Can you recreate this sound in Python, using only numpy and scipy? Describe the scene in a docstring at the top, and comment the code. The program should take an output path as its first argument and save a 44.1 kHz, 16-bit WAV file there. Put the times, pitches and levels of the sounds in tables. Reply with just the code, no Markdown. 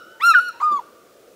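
"""A fish eagle gives three ringing cries: an arched yelp that cracks into a higher, falling note,
then a lower, purer whistle. Each is a stack of harmonics with breath noise, and rasps most at its edges.
The trees scatter the voice back as fading noise echoes. Low puffs and one rustle are short bursts of noise.
Behind lies a quiet, distant rush of noise. An earlier cry still echoes as fading noise and a thin, faint tone.
"""
import sys
import numpy as np
from scipy import signal
from scipy.fft import rfft, irfft
from scipy.io import wavfile
from scipy.ndimage import uniform_filter1d

SR = 44100
rng = np.random.default_rng(int(sys.argv[2]) if len(sys.argv) > 2 else 0)


def digitize_waveform(pressure):
    """Quantize a signal to 16-bit integers and store it at the path in sys.argv[1].

    Rows of a 2-D input are taken as channels; values are limited to [-1, 1].
    """
    field = np.atleast_2d(pressure).T
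    bounded = np.clip(field, -1, 1)
    quanta = np.round(bounded * 32767).astype(np.int16)
    wavfile.write(sys.argv[1], SR, quanta)


N = 59535
T = np.arange(N) / SR   # time of every sample, in seconds


def from_db(db):
    """Turn decibels into a gain."""
    return 10 ** (np.asarray(db) / 20)


def rms_one(x):
    """Scale a sound so that its rms (average strength) is 1."""
    return x / np.sqrt(np.mean(x ** 2) + 1e-20)


def in_time(rows):
    """Draw straight lines between the rows, giving each column a value at every sample."""
    seconds, *columns = np.transpose(rows)
    return [np.interp(T, seconds, column) for column in columns]


def gate(rows):
    """Let sound through for as long as a curve lasts, with a short fade outside each end."""
    fade_s = 0.002
    opening = np.clip((T - rows[0][0]) / fade_s + 1, 0, 1)
    closing = np.clip((rows[-1][0] - T) / fade_s + 1, 0, 1)
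    return opening * closing


def bump(middle_s, width_s):
    """A bell-shaped swell that peaks at 1."""
    return np.exp(-0.5 * ((T - middle_s) / width_s) ** 2)


def colour(x, spectrum):
    """Filter a sound by rows of frequency in Hz and gain in dB, joined on a log frequency scale."""
    hz, db = np.transpose(spectrum)
    bins = np.maximum(np.fft.rfftfreq(len(x), 1 / SR), 1)
    gain = from_db(np.interp(np.log(bins), np.log(hz), db))
    return irfft(rfft(x) * gain, len(x))


def noise(spectrum):
    """Random noise with a given colour and an rms of 1."""
    return rms_one(colour(rng.standard_normal(N), spectrum))


def drift(rate_hz):
    """A smooth random wander of rms 1, whose movements weaken steeply above the given rate."""
    bins = np.fft.rfftfreq(N, 1 / SR)
    smoothed = rfft(rng.standard_normal(N)) / (1 + (bins / rate_hz) ** 4)
    return rms_one(irfft(smoothed, N))


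def eagle():
    """The bird's whole voice: three cries, brief second tones where it cracks, and faint low notes."""
    # The three cries. Each row: time in seconds, pitch in Hz, then levels in dB
    # of the fundamental, second harmonic, third harmonic and all the upper harmonics together.
    yelp = [(0.2,870,-43.5,-43.5,-65,-71), (0.209,1018,-38.5,-26.5,-42,-49), (0.216,1161,-30,-35.5,-37,-56),
            (0.224,1220,-22,-32.5,-32.5,-48), (0.231,1327,-23,-33.5,-39,-46),
            (0.238,1329,-13,-24,-38,-39.5), (0.252,1383,-13,-35.5,-26.5,-39),
            (0.265,1399,-12,-34.5,-35,-32), (0.278,1407,-10.5,-32.5,-48,-34.5),
            (0.291,1384,-9,-31,-25,-34.5), (0.305,1360,-10.5,-28,-32,-31.5),
            (0.316,1300,-10.5,-24.5,-30.5,-40), (0.324,1300,-17,-30.5,-28.5,-46.5),
            (0.331,1225,-27.5,-31.5,-42,-48.5), (0.346,1223,-17.5,-34,-52.5,-55.5),
            (0.356,1232,-33.5,-48,-59,-54)]
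    high_note = [(0.349,1559,-9.5,-35.5,-48,-45), (0.355,1471,-7,-40,-47.5,-44.5),
                 (0.361,1479,-9,-32,-49,-53), (0.367,1436,-9.5,-31.5,-45.5,-47),
                 (0.377,1428,-11,-43,-44,-53), (0.386,1383,-10.5,-46,-63.5,-45.5),
                 (0.396,1371,-13,-43.5,-56,-48), (0.402,1473,-21.5,-50,-45.5,-57.5),
                 (0.411,1458,-20.5,-44,-44.5,-48), (0.42,1462,-24,-44.5,-54,-49),
                 (0.46,1444,-27.5,-43,-49.5,-54), (0.479,1442,-25,-63,-42.5,-54.5),
                 (0.488,1417,-27.5,-44,-37.5,-42), (0.496,1334,-27,-55,-57,-53.5),
                 (0.511,1293,-42,-63,-65,-70)]
    whistle = [(0.602,1042,-35,-42.5,-54,-67), (0.611,1179,-23,-56.5,-62,-55),
               (0.623,1181,-28,-59,-54.5,-51.5), (0.631,1209,-15,-45.5,-68,-51.5),
               (0.645,1226,-16.5,-49,-72,-43.5), (0.658,1231,-16.5,-59,-58.5,-48),
               (0.674,1223,-16,-59,-56.5,-56), (0.702,1202,-19,-60,-72,-68.5),
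               (0.725,1186,-17.5,-62.5,-47,-47.5), (0.739,1163,-18,-61,-53,-54),
               (0.749,1152,-18.5,-77,-80,-64), (0.766,1130,-21,-71,-53,-51.5),
               (0.776,1119,-23.5,-52,-51.5,-55), (0.784,1095,-32.5,-52,-61.5,-64.5),
               (0.79,985,-33.5,-67,-72,-71.5), (0.803,896,-49,-74,-77,-87), (0.815,814,-41,-72,-83.5,-77)]
    # Balance of the upper harmonics, from the fourth up. Each number: relative level in dB.
    yelp_upper = [0, -0.5, -5, -0.5, -1.5, -10.5, -7, -13, -20]
    high_upper = [5, -3.5, -4.5, -6.5, -5, -8, -6.5, -21.5]
    whistle_upper = [3.5, -21, -5, -20.5, -27, -16, -23, -31, -25]
    # Rasp of the voice. Each row: time in seconds, roughness from 0 to 1.
    yelp_rasp = [(0.2, 0.55), (0.211, 0.48), (0.22, 0.17), (0.236, 0), (0.315, 0), (0.335, 0.04),
                 (0.356, 0.03)]
    high_rasp = [(0.346, 0.32), (0.355, 0.027), (0.395, 0.025), (0.41, 0.035), (0.479, 0.038),
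                 (0.513, 0.077)]
    whistle_rasp = [(0.602, .7), (0.622, .55), (0.629, .018), (0.775, .018), (0.79, .06), (0.815, .25)]
    # Cracks in the voice. Each row: start in seconds, length in seconds,
    # first pitch in Hz, last pitch in Hz, peak level in dB.
    crack_rows = [(0.338, 0.01, 1711, 1670, -12.5), (0.611, 0.0167, 915, 958, -24.5),
                  (0.788, 0.0139, 1030, 921, -22.5)]
    # Faint low notes before the yelp and the whistle.
    # Each row: start in seconds, length in seconds, pitch in Hz, peak level in dB.
    low_rows = [(0.128, .07, 908, -58.5), (0.528, 0.062, 938, -44)]

    voice = cry(yelp, yelp_upper, yelp_rasp)
    voice = voice + cry(high_note, high_upper, high_rasp)
    voice = voice + cry(whistle, whistle_upper, whistle_rasp)
    for start, length, hz, db in low_rows:
        curve = chirp(start, length, hz, hz, db, edge_db=11.5)
        voice = voice + thin_note(curve, rough=0.42, overtone_db=-18)
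    for row in crack_rows:
        curve = chirp(*row, edge_db=14)
        voice = voice + thin_note(curve, rough=0.17, overtone_db=-31)
    return voice


def cry(curve, upper_db, rasp):
    """Three lower harmonics, flickering upper harmonics and air that pulses with each cycle of the voice."""
    flicker_db, flicker_hz = 5, 18   # each upper harmonic swells on its own
    hiss_db, hiss_rasp_db = -20.5, 20   # air against the upper harmonics; extra at full roughness
    # Colour of the air through the throat. Each row: frequency in Hz, relative level in dB.
    hiss_colour = [(900, -25.5), (2000, 2.5), (5500, -3.5), (9000, -8.5), (12000, -1), (15500, -12)]

    hz, first_db, second_db, third_db, top_db = in_time(curve)
    rough, = in_time(rasp)
    phase, strength = syrinx(hz, rough)

    gains = [from_db(db) for db in (first_db, second_db, third_db)]
    shares = from_db(upper_db) / np.linalg.norm(from_db(upper_db))
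    for share in shares:
        gains.append(share * from_db(top_db + flicker_db * drift(flicker_hz)))
    harmonics = sum(gain * np.sin(k * phase) for k, gain in enumerate(gains, 1))
    tone = np.sqrt(2) * harmonics   # a sine of this height has rms 1

    air_db = top_db + hiss_db + hiss_rasp_db * np.sqrt(np.clip(rough, 0, 1))
    pulses = 1 + np.sin(phase)
    hiss = from_db(air_db) * pulses * noise(hiss_colour)
    return gate(curve) * strength * (tone + hiss)


def syrinx(hz, rough):
    """Phase and strength of the bird's vibrating membranes; roughness shakes both."""
    glide_s = 0.006   # the pitch rounds its corners over this time
    waver_share, waver_hz = 0.00053, 90   # small pitch waver, always present
    rasp_hz = 330
    rasp_pitch_share, rasp_depth_db = 0.1, 4.5   # shake for a roughness of 1

    glide = uniform_filter1d(hz, max(int(glide_s * SR), 1))
    waver = waver_share * drift(waver_hz)
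    pitch_rasp = rasp_pitch_share * rough * drift(rasp_hz)
    phase = 2 * np.pi * np.cumsum(glide * (1 + waver + pitch_rasp)) / SR
    strength = from_db(rasp_depth_db * rough * (drift(rasp_hz) - rough / 2))
    return phase, strength


def thin_note(curve, rough, overtone_db):
    """A rough tone, shaken in the same way as the voice, with just one overtone at twice the pitch."""
    hz, db = in_time(curve)
    phase, strength = syrinx(hz, rough)
    tone = np.sin(phase) + from_db(overtone_db) * np.sin(2 * phase)
    return gate(curve) * strength * from_db(db) * tone * np.sqrt(2)


def chirp(start, length, first_hz, last_hz, db, edge_db):
    """The curve of a short note that swells and fades as it glides, its ends edge_db under its peak."""
    middle_hz = (first_hz + last_hz) / 2
    return [(start, first_hz, db - edge_db),
            (start + length / 2, middle_hz, db),
            (start + length, last_hz, db - edge_db)]


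def trees(x):
    """Scatter the voice into near and far echoes: bands of fading noise, with the treble dying sooner."""
    first_echo_s = 0.012
    # Each row: level in dB before colouring, time in seconds to fall 60 dB before the treble loss.
    layers = ((-21.5, 0.28), (-26.5, 1.8))   # near, far
    treble_loss_hz = 9000   # echoes die twice as fast here
    # Colour of the scatter. Each row: frequency in Hz, gain in dB.
    echo_colour = [(500, -18), (1000, -3), (1200, -4), (1450, -2.5), (2800, 9.5), (4200, 9.5), (5600, 12),
                   (8000, 1.5), (12000, -2), (15000, -10.5)]

    late = np.maximum(T - first_echo_s, 0)
    response = 0
    edges = np.geomspace(500, 16000, 6)   # five bands, in Hz
    for low, high in zip(edges, edges[1:]):
        band_filter = signal.butter(2, [low, high], "band", fs=SR, output="sos")
        band = signal.sosfilt(band_filter, rng.standard_normal(N))
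        haste = 1 + np.sqrt(low * high) / treble_loss_hz
        for db, t60 in layers:
            tail = np.exp(-np.log(1000) * late * haste / t60) * (late > 0)
            response = response + from_db(db) * band * tail / np.linalg.norm(tail)
    response = colour(response, echo_colour) * (late > 0)
    return signal.fftconvolve(x, response)[:N]


def feathers():
    """Low puffs of noise, perhaps the feathers as the head swings, and one short, brighter rustle."""
    # Each row: middle in seconds, width in seconds, level in dB.
    puff_rows = [(0.083, 0.027, -55), (0.718, 0.0047, -39.5), (0.725, 0.0054, -39.5), (0.744, 0.0055, -38),
                 (0.761, 0.013, -50.5)]
    # Colours of the puffs and the rustle. Each row: frequency in Hz, relative level in dB.
    puff_colour = [(80, -38.5), (160, -14.5), (220, 2.5), (290, -8.5), (360, 7.5), (450, -34), (550, -0.5),
                   (900, -37), (2000, -35), (8000, -40)]
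    rustle_colour = [(500, -18), (2000, -9), (5500, 26), (9000, -21), (15000, -9)]

    rustle = from_db(-59) * bump(middle_s=0.56, width_s=0.0025) * noise(rustle_colour)
    puff_level = sum(from_db(db) * bump(middle, width) for middle, width, db in puff_rows)
    return puff_level * noise(puff_colour) + rustle


def distance():
    """Steady noise for the rush with one brief swell, and an earlier cry's echo as fading noise and a tone."""
    # Colours of the rush, its swell and the old echo. Each row: frequency in Hz, relative level in dB.
    air_colour = [(20, -37.5), (45, -21), (100, -17), (170, -11.5), (260, -6), (380, -0.5), (520, 0.5),
                  (660, -3), (800, -15), (1000, -21), (1300, -11), (1700, -19), (3000, -20.5), (7000, -23),
                  (12500, -27.5), (15800, -23.5)]
    swell_colour = [(120, -23.5), (260, -5), (500, 4), (650, -6), (900, -31), (3000, -48)]
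    old_echo_colour = [(900, -57), (1150, -16.5), (1300, 0), (1420, 2), (1530, -23.5), (1680, -54),
                       (2600, -38.5), (2900, -17.5), (3200, -42), (3850, -21.5), (4600, -45), (5500, -20),
                       (6300, -55.5)]
    # A thin, faint tone left ringing from the earlier cry.
    # Each row: time in seconds, pitch in Hz, level in dB.
    echo_tone = [(0.0, 1467, -50), (0.06, 1474, -54), (0.13, 1503, -49.5), (0.2, 1493, -57)]
    echo_start_db, echo_fall_db_per_s = -42.5, 67.5

    air = from_db(-51.5) * noise(air_colour)
    swell = from_db(-50.5) * bump(middle_s=1.3, width_s=0.029) * noise(swell_colour)
    old_echo = from_db(echo_start_db - echo_fall_db_per_s * T) * noise(old_echo_colour)
    return air + swell + old_echo + thin_note(echo_tone, rough=0.074, overtone_db=-10)


def scene():
    """Add up the bird, its echoes, the feathers and the distance, as one channel."""
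    voice = eagle()
    return (voice + trees(voice) + feathers() + distance())[None]


def record(dry):
    """Cut the very top of the sound steeply with a low-pass filter."""
    cutoff_hz = 15650
    low_pass = signal.ellip(12, 0.1, 80, cutoff_hz, fs=SR, output="sos")   # ripple 0.1 dB, cut 80 dB
    return signal.sosfilt(low_pass, dry)


dry = scene()
out = record(dry)
digitize_waveform(out)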